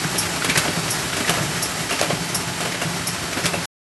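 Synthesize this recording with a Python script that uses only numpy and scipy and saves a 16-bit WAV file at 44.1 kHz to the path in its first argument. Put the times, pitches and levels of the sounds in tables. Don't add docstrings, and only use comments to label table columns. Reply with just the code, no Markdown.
import sys
import numpy as np
from scipy import signal
from scipy.fft import rfft, irfft
from scipy.io import wavfile

SR = 44100
rng = np.random.default_rng(int(sys.argv[2]) if len(sys.argv) > 2 else 0)


def generate_wav(sig):
    pcm = np.round(np.clip(np.atleast_2d(sig).T, -1, 1) * 32767).astype(np.int16)
    wavfile.write(sys.argv[1], SR, pcm)


N = 176400
TREBLE_HZ, TOP_HZ = 3300, 11850


def amp(db):
    return 10 ** (np.asarray(db) / 20)


def unit(x):
    return x / np.sqrt(np.mean(x ** 2))


def clock():
    return np.arange(N) / SR


def band(x, lo_hz, hi_hz):
    return signal.sosfilt(signal.butter(2, [lo_hz, hi_hz], "band", fs=SR, output="sos"), x)


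def colour(x, points):
    hz, db = np.array(points, float).T
    bins_hz = np.maximum(np.arange(N // 2 + 1) * SR / N, 1)
    gain = amp(np.interp(np.log(bins_hz), np.log(hz), db))
    return unit(irfft(rfft(x) * gain, N))


def convolve(x, response):
    return signal.fftconvolve(x, response)[:N]


def walk(rate_hz):
    knots = rng.standard_normal(1024)
    return np.interp(clock() * rate_hz, np.arange(len(knots)), knots)


def tone(hz):
    return unit(np.sin(2 * np.pi * np.cumsum(hz) / SR))


def grit(spread_db):
    return unit(rng.standard_normal(N) * amp(spread_db * np.minimum(rng.exponential(size=N), np.pi)))


def burst(start_s, rise_s, fall_s):
    age_s = clock() - start_s
    return np.clip(age_s / rise_s, 0, 1) * np.exp(-np.clip((age_s - rise_s) / fall_s, 0, 50))


def ringing(modes):
    t = clock()[:SR // 2]
    return sum(amp(db) * np.sin(2 * np.pi * hz * t) * np.exp(-np.log(1000) * t / t60_s)
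               for hz, db, t60_s in modes)


def blows(events, modes, gain_db, build_s):
    pushes = np.zeros(N)
    for start_s, db in events:
        pushes[int(start_s * SR)] += amp(db + gain_db)
    response = ringing(modes)
    response *= 1 - np.exp(-clock()[:len(response)] / build_s)
    return convolve(pushes, 2 * response / np.abs(response).max())


def workshop(x, tail_db=-9, t60_s=0.31, delay_s=0.008):
    t = clock()
    tail = band(rng.standard_normal(N), 180, 4940) * np.exp(-np.log(1000) * t / t60_s) * (t > delay_s)
    return x + amp(tail_db) * np.std(x) * unit(convolve(x, tail))


def drive(flicker_db=3.5, waver_hz=2.007):
    # pitch_hz, level_db
    tones = [(172.5, -39.5), (264, -45.5), (856, -47.5), (3010, -50.5), (3084, -56), (4382, -53),
             (4554, -50), (7354, -55), (7526, -53)]
    return sum(amp(db + flicker_db * walk(rate_hz=8.3)) * tone(hz + waver_hz * walk(rate_hz=14))
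               for hz, db in tones)


def belt(tooth_hz=85.66, level_db=-41, scatter_db=2, waver=0.00068):
    # freq_hz, gain_db
    spectrum = [(400, -13.5), (1500, -1.5), (3000, 11.5), (4400, 6.5), (7200, -2.5), (11000, -23)]
    size = 4096
    orders = np.arange(size // 2 + 1)
    strength = amp(-scatter_db * np.clip(rng.standard_normal(len(orders)), -2, 1))
    strength *= (orders > 0) & (orders * tooth_hz < TOP_HZ)
    rasp = irfft(strength * np.exp(2j * np.pi * rng.random(len(orders))), size)
    teeth = np.cumsum(tooth_hz * (1 + waver * walk(rate_hz=5.4))) / SR
    buzz = np.interp(teeth % 1 * size, np.arange(size), rasp)
    return amp(level_db) * colour(buzz, spectrum)


def roller(centre_s=2.23, width_s=0.12, pitch_hz=4555, level_db=-42.5):
    rise_hz_per_s, waver_hz, flicker_db = 300, 25, 3.5
    offset_s = clock() - centre_s
    hz = pitch_hz + rise_hz_per_s * offset_s + waver_hz * walk(rate_hz=230)
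    swell = np.exp(-(offset_s / width_s) ** 2)
    return amp(level_db + flicker_db * walk(rate_hz=43)) * swell * tone(hz)


def panels(x, spacing_hz=45, ripple_db=1.8):
    hz = np.arange(N // 2 + 1) * SR / N
    ripple = np.interp(hz / spacing_hz, np.arange(1024), rng.standard_normal(1024))
    gain = amp(ripple_db * ripple * np.minimum(hz / TREBLE_HZ, 1))
    return unit(irfft(rfft(x) * gain, N))


def conveyor(taps_per_s=71, tap_spread_db=3.5, tap_decay_s=0.0081, rattle_db=-14.5):
    # freq_hz, gain_db
    whirr_spectrum = [(25, -34.5), (40, -28.5), (60, -6.5), (110, 0.5), (165, 2), (220, -6), (390, -2.5),
                      (510, -11), (620, -5), (1000, -7.5), (1500, -6.5), (2400, -10), (3400, -15.5),
                      (5300, -13.5), (8200, -17), (11300, -20.5)]
    # freq_hz, gain_db
    rattle_spectrum = [(100, -15), (300, 3.5), (900, -5), (2200, 5), (3800, 0.5), (7000, -12.5),
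                       (11500, -20.5)]
    # time_s, level_db, treble_boost_db
    drift = [(0, -25.5, 2.5), (.7, -25.5, 3), (1.4, -25.5, 2.5), (2.1, -27, 2.5), (2.801, -27, 1.5),
             (3.6, -27, 1)]
    t = clock()
    hits = rng.random(N) < taps_per_s / SR
    taps = hits * amp(tap_spread_db * np.minimum(rng.exponential(size=N), 3))
    shaking = convolve(taps, np.exp(-t[:SR // 10] / tap_decay_s))
    rattle = colour(shaking * rng.standard_normal(N), rattle_spectrum)
    whirr = panels(colour(rng.standard_normal(N), whirr_spectrum))
    whirr *= amp(walk(rate_hz=68))
    running = whirr + amp(rattle_db) * rattle
    time_s, level_db, boost_db = np.array(drift).T
    treble = signal.sosfiltfilt(signal.butter(1, TREBLE_HZ, "high", fs=SR, output="sos"), running)
    extra_treble = (amp(np.interp(t, time_s, boost_db)) - 1) * treble
    return (running + extra_treble) * amp(np.interp(t, time_s, level_db))


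def cams():
    # start_s, level_db
    thumps = [(.047,-22), (.571,-21.5), (.686,-24.5), (.770,-23), (.856,-28.5), (1.293,-29), (1.406,-22),
              (1.488,-25.5), (2.025,-26), (2.128,-21), (2.207,-26.5), (2.85,-23.5), (2.931,-32), (3.44,-26),
              (3.572,-26.5)]
    # pitch_hz, gain_db, t60_s
    modes = [(124.1, -9, 0.211), (148.6, -1.5, .12), (163.5, 1.5, 0.14), (330, -3.5, 0.099)]
    return blows(thumps, modes, gain_db=0.5, build_s=0.0084)


def feed_arm():
    # start_s, level_db
    knocks = [(.489, -27.5), (.682, -26.5), (.866, -44), (1.205, -25.5), (1.92, -26), (3.368, -31)]
    # pitch_hz, gain_db, t60_s
    modes = [(249.4, 3.34, 0.1), (283, 8.1, 0.072), (396, 3.1, 0.075)]
    return blows(knocks, modes, gain_db=3, build_s=0.0037)


def paper(gain_db=3.5, rise_s=0.013, fall_s=0.0075):
    # mid_rise_s, level_db
    slides = [(.491, -23), (.555, -20), (1.277, -21), (1.894, -26), (1.992, -21.5), (2.72, -28),
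              (3.328, -26.5), (3.441, -23.5)]
    # freq_hz, gain_db
    spectrum = [(150, -10), (450, 0), (1000, -7), (1900, 3), (3500, -7.5), (6000, -6), (11500, -19.5)]
    swell = sum(amp(db + gain_db) * burst(mid_s - rise_s / 2, rise_s, fall_s) for mid_s, db in slides)
    return swell * colour(grit(spread_db=5), spectrum)


def valve(hiss_db=4, rise_s=0.0065, tail_db=-10.5, whistle_lag_s=0.0055):
    # start_s, level_db
    puffs = [(0.178, -22.5), (0.9, -25), (1.62, -25.5), (2.342, -25), (3.066, -26.5)]
    # freq_hz, gain_db
    spectrum = [(2000, -32.5), (4300, -18), (5400, 6.5), (6500, -2.5), (8000, -6), (9000, 2), (10000, -1.5),
                (11000, 4.5), (11600, -6)]
    # pitch_hz, width_hz, gain_db
    resonances = [(5560, 140, -1.5), (11200, 320, -1.5)]
    flow, whistle_swell = np.zeros((2, N))
    for start_s, db in puffs:
        tail = amp(tail_db) * burst(start_s, rise_s, fall_s=0.041)
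        flow += amp(db) * (burst(start_s, rise_s, fall_s=0.02) + tail)
        whistle_swell += amp(db) * burst(start_s + whistle_lag_s, rise_s=0.0046, fall_s=0.019)
    whistle = sum(amp(db) * tone(hz + width_hz / 2 * walk(rate_hz=240))
                  for hz, width_hz, db in resonances)
    hiss = amp(hiss_db) * colour(rng.standard_normal(N), spectrum)
    return flow * hiss + whistle_swell * whistle


def pings(rise_s=0.0012, fall_s=0.0023):
    # start_s, pitch_hz, level_db
    notes = [(.045, 1560, -15.5), (.421, 1420, -12), (.500, 2320, -6.5), (.660, 560, -25.5),
             (1.248, 1930, -15.5), (1.293, 2800, -14.5), (1.376, 526, -18), (1.914, 2800, -16.5),
             (1.932, 2750, -17.5), (2.014, 650, -10), (2.105, 545, -9), (2.658, 645, -16.5),
             (2.820, 2770, -17.5), (3.540, 2650, -15), (3.541, 640, -17)]
    t = clock()
    return sum(amp(db) * burst(start_s, rise_s, fall_s) * np.sin(2 * np.pi * hz * (t - start_s))
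               for start_s, hz, db in notes)


def strikes():
    # start_s, level_db
    impacts = [(0.447, -11), (0.4982, -11), (.5785, -5), (1.2952, -8.5), (2.0136, -8.5), (3.4573, -10.5),
               (3.4632, -10.5)]
    force = sum(amp(db) * burst(start_s, rise_s=1 / SR, fall_s=0.0011) for start_s, db in impacts)
    return force * unit(band(np.sign(rng.standard_normal(N)), lo_hz=1100, hi_hz=7500))


def clacks(attack_s=0.0019, tail_s=0.025, tail_db=-9, lever_db=-10):
    # start_s, body_db, ring_db, snap_db, contact_s
    contacts = [(0.144,-27.5,-38.5,-41,0.005), (0.358,-36,-26.5,-35,0.0067), (0.444,-30,-20,-25.5,0.0083),
                (0.501,-31.5,-21,-28,0.0079), (0.573,-28,-17,-17,0.01), (0.651,-26.5,-32,-43,0.013),
                (0.679,-35.5,-23,-37.5,0.0037), (0.763,-31,-31.5,-43.5,0.014), (0.858,-31,-38.5,-42,.007),
                (1.129,-34,-22,-38.5,0.0045), (1.166,-26.5,-26,-29,0.0086), (1.203,-37,-27,-33,0.0063),
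                (1.292,-19.5,-21.5,-20.5,0.0097), (1.337,-33,-26,-33.5,0.004), (1.371,-25.5,-30,-39,0.015),
                (1.907,-27,-26.5,-29,0.0074), (1.923,-35.5,-28.5,-28,0.0061),
                (2.012,-21.5,-18,-22.5,0.0015), (2.025,-24,-25,-31.5,0.0096), (2.1,-26,-23.5,-39.5,0.011),
                (2.604,-30.5,-27,-29.5,0.013), (2.651,-28,-27,-35.5,0.011), (2.742,-31.5,-27.5,-37,0.011),
                (2.815,-25,-24,-29.5,0.011), (3.369,-28,-27.5,-37,0.02), (3.455,-28,-25.5,-22.5,0.014),
                (3.534,-25.5,-27.5,-34.5,0.016)]
    # pitch_hz, gain_db, t60_s
    modes = [(340, -9, 0.095), (605, 1, 0.16), (718, 6.5, 0.066), (1373, -5.5, 0.088), (1742, 7.5, 0.032),
             (2345, 2, 0.035), (2945, 3, 0.04)]
    bands_hz = [(246, 1040), (1040, 3233), (3233, TOP_HZ)]
    trims_db = np.array([0.5, 0, 1.5])
    forces = np.zeros((3, N))
    for start_s, *levels_db, contact_s in contacts:
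        shape = burst(start_s, attack_s, contact_s) + amp(tail_db) * burst(start_s, contact_s, tail_s)
        forces += amp(trims_db + levels_db)[:, None] * shape
    chatter = sum(force * unit(band(grit(spread_db=1.5), *edges_hz))
                  for force, edges_hz in zip(forces, bands_hz))
    lever_ring = unit(convolve(chatter, ringing(modes)))
    return chatter + amp(lever_db) * np.std(chatter) * lever_ring


def scene():
    mechanism = workshop(clacks() + strikes() + pings() + paper() + valve())
    mono = mechanism + cams() + feed_arm() + conveyor() + belt() + drive() + roller()
    return np.array([mono, mono])


def record(dry, low_cut_hz=34, ceiling=0.75, stop_s=3.656):
    thin = signal.sosfilt(signal.butter(3, low_cut_hz, "high", fs=SR, output="sos"), dry)
    rounded = thin / (1 + (thin / ceiling) ** 4) ** 0.25
    top_cut = signal.ellip(10, 0.2, 80, TOP_HZ, fs=SR, output="sos")
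    return signal.sosfilt(top_cut, rounded * (clock() < stop_s))


dry = scene()
out = record(dry)
generate_wav(out)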